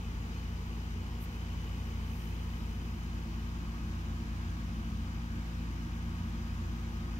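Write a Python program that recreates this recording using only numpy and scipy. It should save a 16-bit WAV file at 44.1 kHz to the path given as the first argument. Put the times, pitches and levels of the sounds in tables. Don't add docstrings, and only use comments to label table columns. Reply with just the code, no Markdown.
import sys
import numpy as np
from scipy import signal
from scipy.fft import rfft, irfft, next_fast_len
from scipy.io import wavfile
from scipy.ndimage import uniform_filter1d, map_coordinates

SR = 44100
rng = np.random.default_rng(int(sys.argv[2]) if len(sys.argv) > 2 else 0)


def boost_factor(decibels):
    exponent = np.asarray(decibels, float) / 20
    return 10 ** exponent


def dump_mix(stems):
    frames = np.atleast_2d(stems).T
    limited = np.clip(frames, -1, 1)
    pcm = np.round(limited * 32767).astype(np.int16)
    wavfile.write(sys.argv[1], SR, pcm)


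N = 317079

SHAFT_HZ = 7.1309
STROKES_PER_TURN = 8
STROKE_HZ = STROKES_PER_TURN * SHAFT_HZ
SIDE_STEP = 3
SIDE_FIRST_DB, SIDE_LAST_DB, SCATTER_DB = -8, -3, 4
RUMBLE_FIRST_DB, RUMBLE_LAST_DB = -0.5, 0.5
RATTLE_DB, RATTLE_SWELL_DB, RATTLE_PEAK_S, RATTLE_SWELL_S = -1, 2.5, 2.05, 0.44
TOP_HZ = 15720

# [multiple of shaft rate, first left level/dB, first right level/dB,
# last left level/dB, last right level/dB]
MOTOR_TONES = [(8, -39, -40, -39, -40), (24, -50, -49, -48, -47), (32, -52, -52, -50, -50),
               (40, -70, -65, -62, -62), (48, -70, -65, -65, -60), (64, -72, -74, -73, -76),
               (72, -69, -75, -69, -71), (96, -73, -84, -71, -80), (128, -69, -73, -69, -72),
               (136, -70, -78, -70, -88), (152, -77, -70, -68, -72), (176, -75, -84, -86, -67),
               (227, -86, -81, -75, -71), (320, -80, -82, -92, -82)]
# [f/Hz, rms level/dB]
FAINT_LEVELS = [(400, -78), (650, -81), (900, -75), (1500, -78), (2300, -86)]
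# [f/Hz, mean rms level/dB, waver/dB]
DRONE_TONES = [(36.3, -66, 2), (43.67, -56, 1.5), (83.73, -58, 1.5), (85.71, -45, 1.2), (120.03, -50, .3),
               (138.18, -64, 1.5)]
# [f/Hz, level/dB per Hz]
RUMBLE_SPECTRUM = [(15, -86), (30, -82), (45, -65.5), (65, -69.5), (105, -66.5), (118, -75.5), (135, -74.5),
                   (175, -72.5), (197, -76), (290, -76.5), (365, -82.5), (520, -97.5), (700, -105),
                   (1000, -120)]
# [f/Hz, level/dB per Hz]
AIR_SPECTRUM = [(250, -120), (450, -91), (620, -91.5), (720, -87), (1000, -85.5), (1300, -87), (1500, -87),
                (2250, -90), (3300, -93.5), (4300, -96), (6200, -98), (7200, -101.5), (8500, -112),
                (11000, -120)]
# [f/Hz, width at -6 dB/Hz, first level/dB per Hz, last level/dB per Hz]
ROOM_PEAKS = [(89, 12.5, -69, -60.5), (214, 14, -67, -61.5), (235.2, 13.2, -69, -66),
              (265.7, 12.4, -83.5, -71.5), (332.3, 28, -78, -74), (432, 118, -79.5, -94.5),
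              (870, 57, -86.5, -96), (968, 44, -88, -88), (1130, 100, -92, -87), (1250, 49, -90, -82.5),
              (4800, 360, -100, -100)]
# [f/Hz, width at -6 dB/Hz, first level/dB per Hz, last level/dB per Hz]
CASING_PEAKS = [(1604, 120, -100, -85.5), (2010, 250, -92, -101), (2290, 160, -94, -96.5),
                (2522, 110, -86.5, -87.5), (2650, 78, -100, -102), (2976, 185, -86.5, -90),
                (3080, 110, -93, -103), (6360, 700, -104, -104)]
# [peak t/s, rise t/s, fall t/s, left level/dB, right level/dB]
BRUSH_STROKES = [(1.235, .022, .014, -90, -53.5), (1.35, .02, .025, -80, -66), (1.75, .15, .2, -90, -70),
                 (2.19, .1, .1, -65.5, -69), (2.5, .3, .5, -70, -80)]
# [f/Hz, relative level/dB]
BRUSH_SPECTRUM = [(3000, -35), (7000, -13), (8800, -4), (10000, -5), (12000, 0), (13500, -2), (15700, -1),
                  (16000, -120)]
# [f/Hz, first level/dB per Hz, last level/dB per Hz]
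HISS_SPECTRUM = [(2000, -120, -120), (6000, -111, -111), (8300, -109.5, -110.5), (9100, -109.5, -111),
                 (10300, -111.5, -110), (11700, -107.5, -108.5), (14500, -107, -108),
                 (15700, -107.5, -108.5)]
# [t/s, share of the way 0-1]
MICROPHONE_WAY = [(0, 0.04), (1.9, 0.1), (2.4, 0.26), (3.1, 0.55), (3.8, 0.95), (7.19, 0.93)]
# [f/Hz, likeness 0-1, left lead/rad, left-right level/dB]
PORT_RELATIONS = [(50, 0.97, 0.17, 2.5), (100, 0.95, 0, 0), (248, .97, 0.12, 0), (340, 0.92, -0.74, -2.5),
                  (417, 0.2, 0.5, 4), (690, 0.78, 0.72, 3.5), (1096, 0.6, 1.74, 1), (1400, 0.71, 2.5, 1),
                  (2310, 0.34, 4.5, 2), (2850, 0.45, 6, 2.5), (3680, 0, 8, 3), (4210, 0.46, 9, 2.5),
                  (6360, 0.34, 14, 12), (8400, 0.2, 18, 2)]


def along(rows, hz, column=1):
    columns = np.transpose(rows)
    return np.interp(np.log(hz + 1), np.log(columns[0] + 1), columns[column])


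def wobble(rate):
    knots = rng.standard_normal(int(N * rate / SR) + 4)
    return map_coordinates(knots, [np.arange(N) * rate / SR])


def filtered(x, response):
    m = next_fast_len(N + 8192)
    return irfft(rfft(x, m) * response(np.fft.rfftfreq(m, 1 / SR)), m)[..., :N]


def noise(patchy_db):
    spectrum = signal.stft(rng.standard_normal((2, N + 512)), nperseg=512)[2]
    field = rng.standard_normal(spectrum.shape[1:])
    field = uniform_filter1d(field, size=5, axis=0)
    field = uniform_filter1d(field, size=16, axis=1)
    patchy = spectrum * boost_factor(patchy_db * field / field.std())
    return np.sqrt(SR / 2) * signal.istft(patchy, nperseg=512)[1][:, :N]


def at_ports(pair, gain):
    def common_and_opposed(hz):
        angle = np.arccos(np.clip(along(PORT_RELATIONS, hz), 0, 1)) / 2
        return gain(hz) * np.array([np.cos(angle), np.sin(angle)])

    def lead_and_level(hz):
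        ratio = boost_factor(along(PORT_RELATIONS, hz, column=3) / 2)
        tilt = ratio * np.exp(.5j * along(PORT_RELATIONS, hz, column=2))
        return np.array([tilt, 1 / tilt]) / np.sqrt(np.cosh(2 * np.log(ratio)))

    common, opposed = filtered(pair, common_and_opposed)
    return filtered(np.array([common + opposed, common - opposed]), lead_and_level)


def resonant(table, way, drive, patchy_db):
    def peaks(hz, column):
        power = sum(boost_factor(2 * row[column]) / (1 + (2 * (hz - row[0]) / row[1]) ** 2) ** 2 for row in table)
        return np.sqrt(power)

    first = at_ports(drive * noise(patchy_db), lambda hz: peaks(hz, column=2))
    last = at_ports(drive * noise(patchy_db), lambda hz: peaks(hz, column=3))
    return np.sqrt(1 - way) * first + np.sqrt(way) * last


def ripple(depth_db, spacing_hz):
    knots = rng.standard_normal((2, int(SR / 2 / spacing_hz) + 4))

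    def response(hz):
        comb = np.array([map_coordinates(k, [hz / spacing_hz]) for k in knots])
        return boost_factor(depth_db * np.clip(hz / 900, 0, 1) * comb)
    return response


def tone(hz, ports_db, waver_db, waver_rate, lead=1):
    phase = 2 * np.pi * (hz * np.arange(N) / SR + rng.random())
    side = np.array([[.5], [-.5]])
    drift_db = waver_db * (wobble(waver_rate) + side * min(hz / 600, 1) * wobble(waver_rate))
    port_phase = phase + side * lead * along(PORT_RELATIONS, hz, column=2)
    return np.sqrt(2) * boost_factor(ports_db + drift_db) * np.sin(port_phase)


def faint_tones():
    strong = [row[0] for row in MOTOR_TONES]
    per_turn = STROKES_PER_TURN
    strokes = range(7 * per_turn, 40 * per_turn, per_turn)
    sides = range(12 * per_turn + SIDE_STEP, 46 * per_turn, 2 * per_turn)
    multiples = np.array([k for k in [*strokes, *sides] if k not in strong])
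    is_side = multiples % per_turn > 0
    under_db = np.outer(is_side, np.repeat([SIDE_FIRST_DB, SIDE_LAST_DB], 2))
    scatter_db = SCATTER_DB * rng.standard_normal(under_db.shape)
    levels = along(FAINT_LEVELS, multiples * SHAFT_HZ)[:, None] + under_db + scatter_db
    return [(k, *row) for k, row in zip(multiples, levels)]


def hum(way):
    total = 0
    for k, *levels in MOTOR_TONES + faint_tones():
        ports_db = np.outer(levels[:2], 1 - way) + np.outer(levels[2:], way)
        lead = .4 if k % STROKES_PER_TURN else 1
        waver_db = min(0.14 + 0.012 * k, 1.6)
        total = total + tone(k * SHAFT_HZ, ports_db, waver_db, waver_rate=0.88, lead=lead)
    for hz, level_db, waver_db in DRONE_TONES:
        total = total + tone(hz, level_db, waver_db, waver_rate=1.59)
    return total


def airflow(way):
    rumble_db = RUMBLE_FIRST_DB + (RUMBLE_LAST_DB - RUMBLE_FIRST_DB) * way + 0.51 * wobble(2.4)
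    rumble = at_ports(noise(patchy_db=0.5), lambda hz: boost_factor(along(RUMBLE_SPECTRUM, hz)))
    rush_db = .2 * wobble(3.8)
    rush = at_ports(noise(patchy_db=0.53), lambda hz: boost_factor(along(AIR_SPECTRUM, hz)))
    room = resonant(ROOM_PEAKS, way, drive=0.98, patchy_db=0.5)
    return boost_factor(rumble_db) * rumble + boost_factor(rush_db) * rush + room


def rattle(way):
    t = np.arange(N) / SR
    strokes = STROKE_HZ * t + .42
    age = strokes % 1 / STROKE_HZ
    size = boost_factor(.8 * rng.standard_normal(int(strokes[-1]) + 1))[strokes.astype(int)]
    burst = size * (1 - np.exp(-age / .0008)) * boost_factor(-60 * age / .055)
    drive = burst / np.sqrt(np.mean(burst ** 2))
    swell = np.exp(-.5 * ((t - RATTLE_PEAK_S) / RATTLE_SWELL_S) ** 2)
    return boost_factor(RATTLE_DB + RATTLE_SWELL_DB * swell) * resonant(CASING_PEAKS, way, drive, patchy_db=.4)


def brushes():
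    t = np.arange(N) / SR
    swish = filtered(noise(patchy_db=.8), lambda hz: boost_factor(along(BRUSH_SPECTRUM, hz)))
    envelope = 0
    for peak, rise, fall, left_db, right_db in BRUSH_STROKES:
        shape = np.exp(-.5 * ((t - peak) / np.where(t < peak, rise, fall)) ** 2)
        envelope = envelope + boost_factor(np.array([[left_db], [right_db]])) * shape
    return envelope * swish / swish.std()


def hiss(way):
    def first_and_last(hz):
        return boost_factor([along(HISS_SPECTRUM, hz, column=c) for c in (1, 2)])[:, None]

    first, last = filtered(noise(patchy_db=.3), first_and_last)
    return (1 - way) * first + way * last


def scene():
    times, shares = np.transpose(MICROPHONE_WAY)
    way = np.clip(np.interp(np.arange(N) / SR, times, shares), 0, 1)
    coloured = filtered(airflow(way) + rattle(way), ripple(depth_db=1.4, spacing_hz=27.87))
    return hum(way) + coloured + brushes() + hiss(way)


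def band_limit(x):
    return signal.sosfilt(signal.butter(12, 16380, fs=SR, output="sos"), x)


def record(dry):
    mix = filtered(dry, lambda hz: hz < TOP_HZ)
    return band_limit(mix)


dry = scene()
out = record(dry)
dump_mix(out)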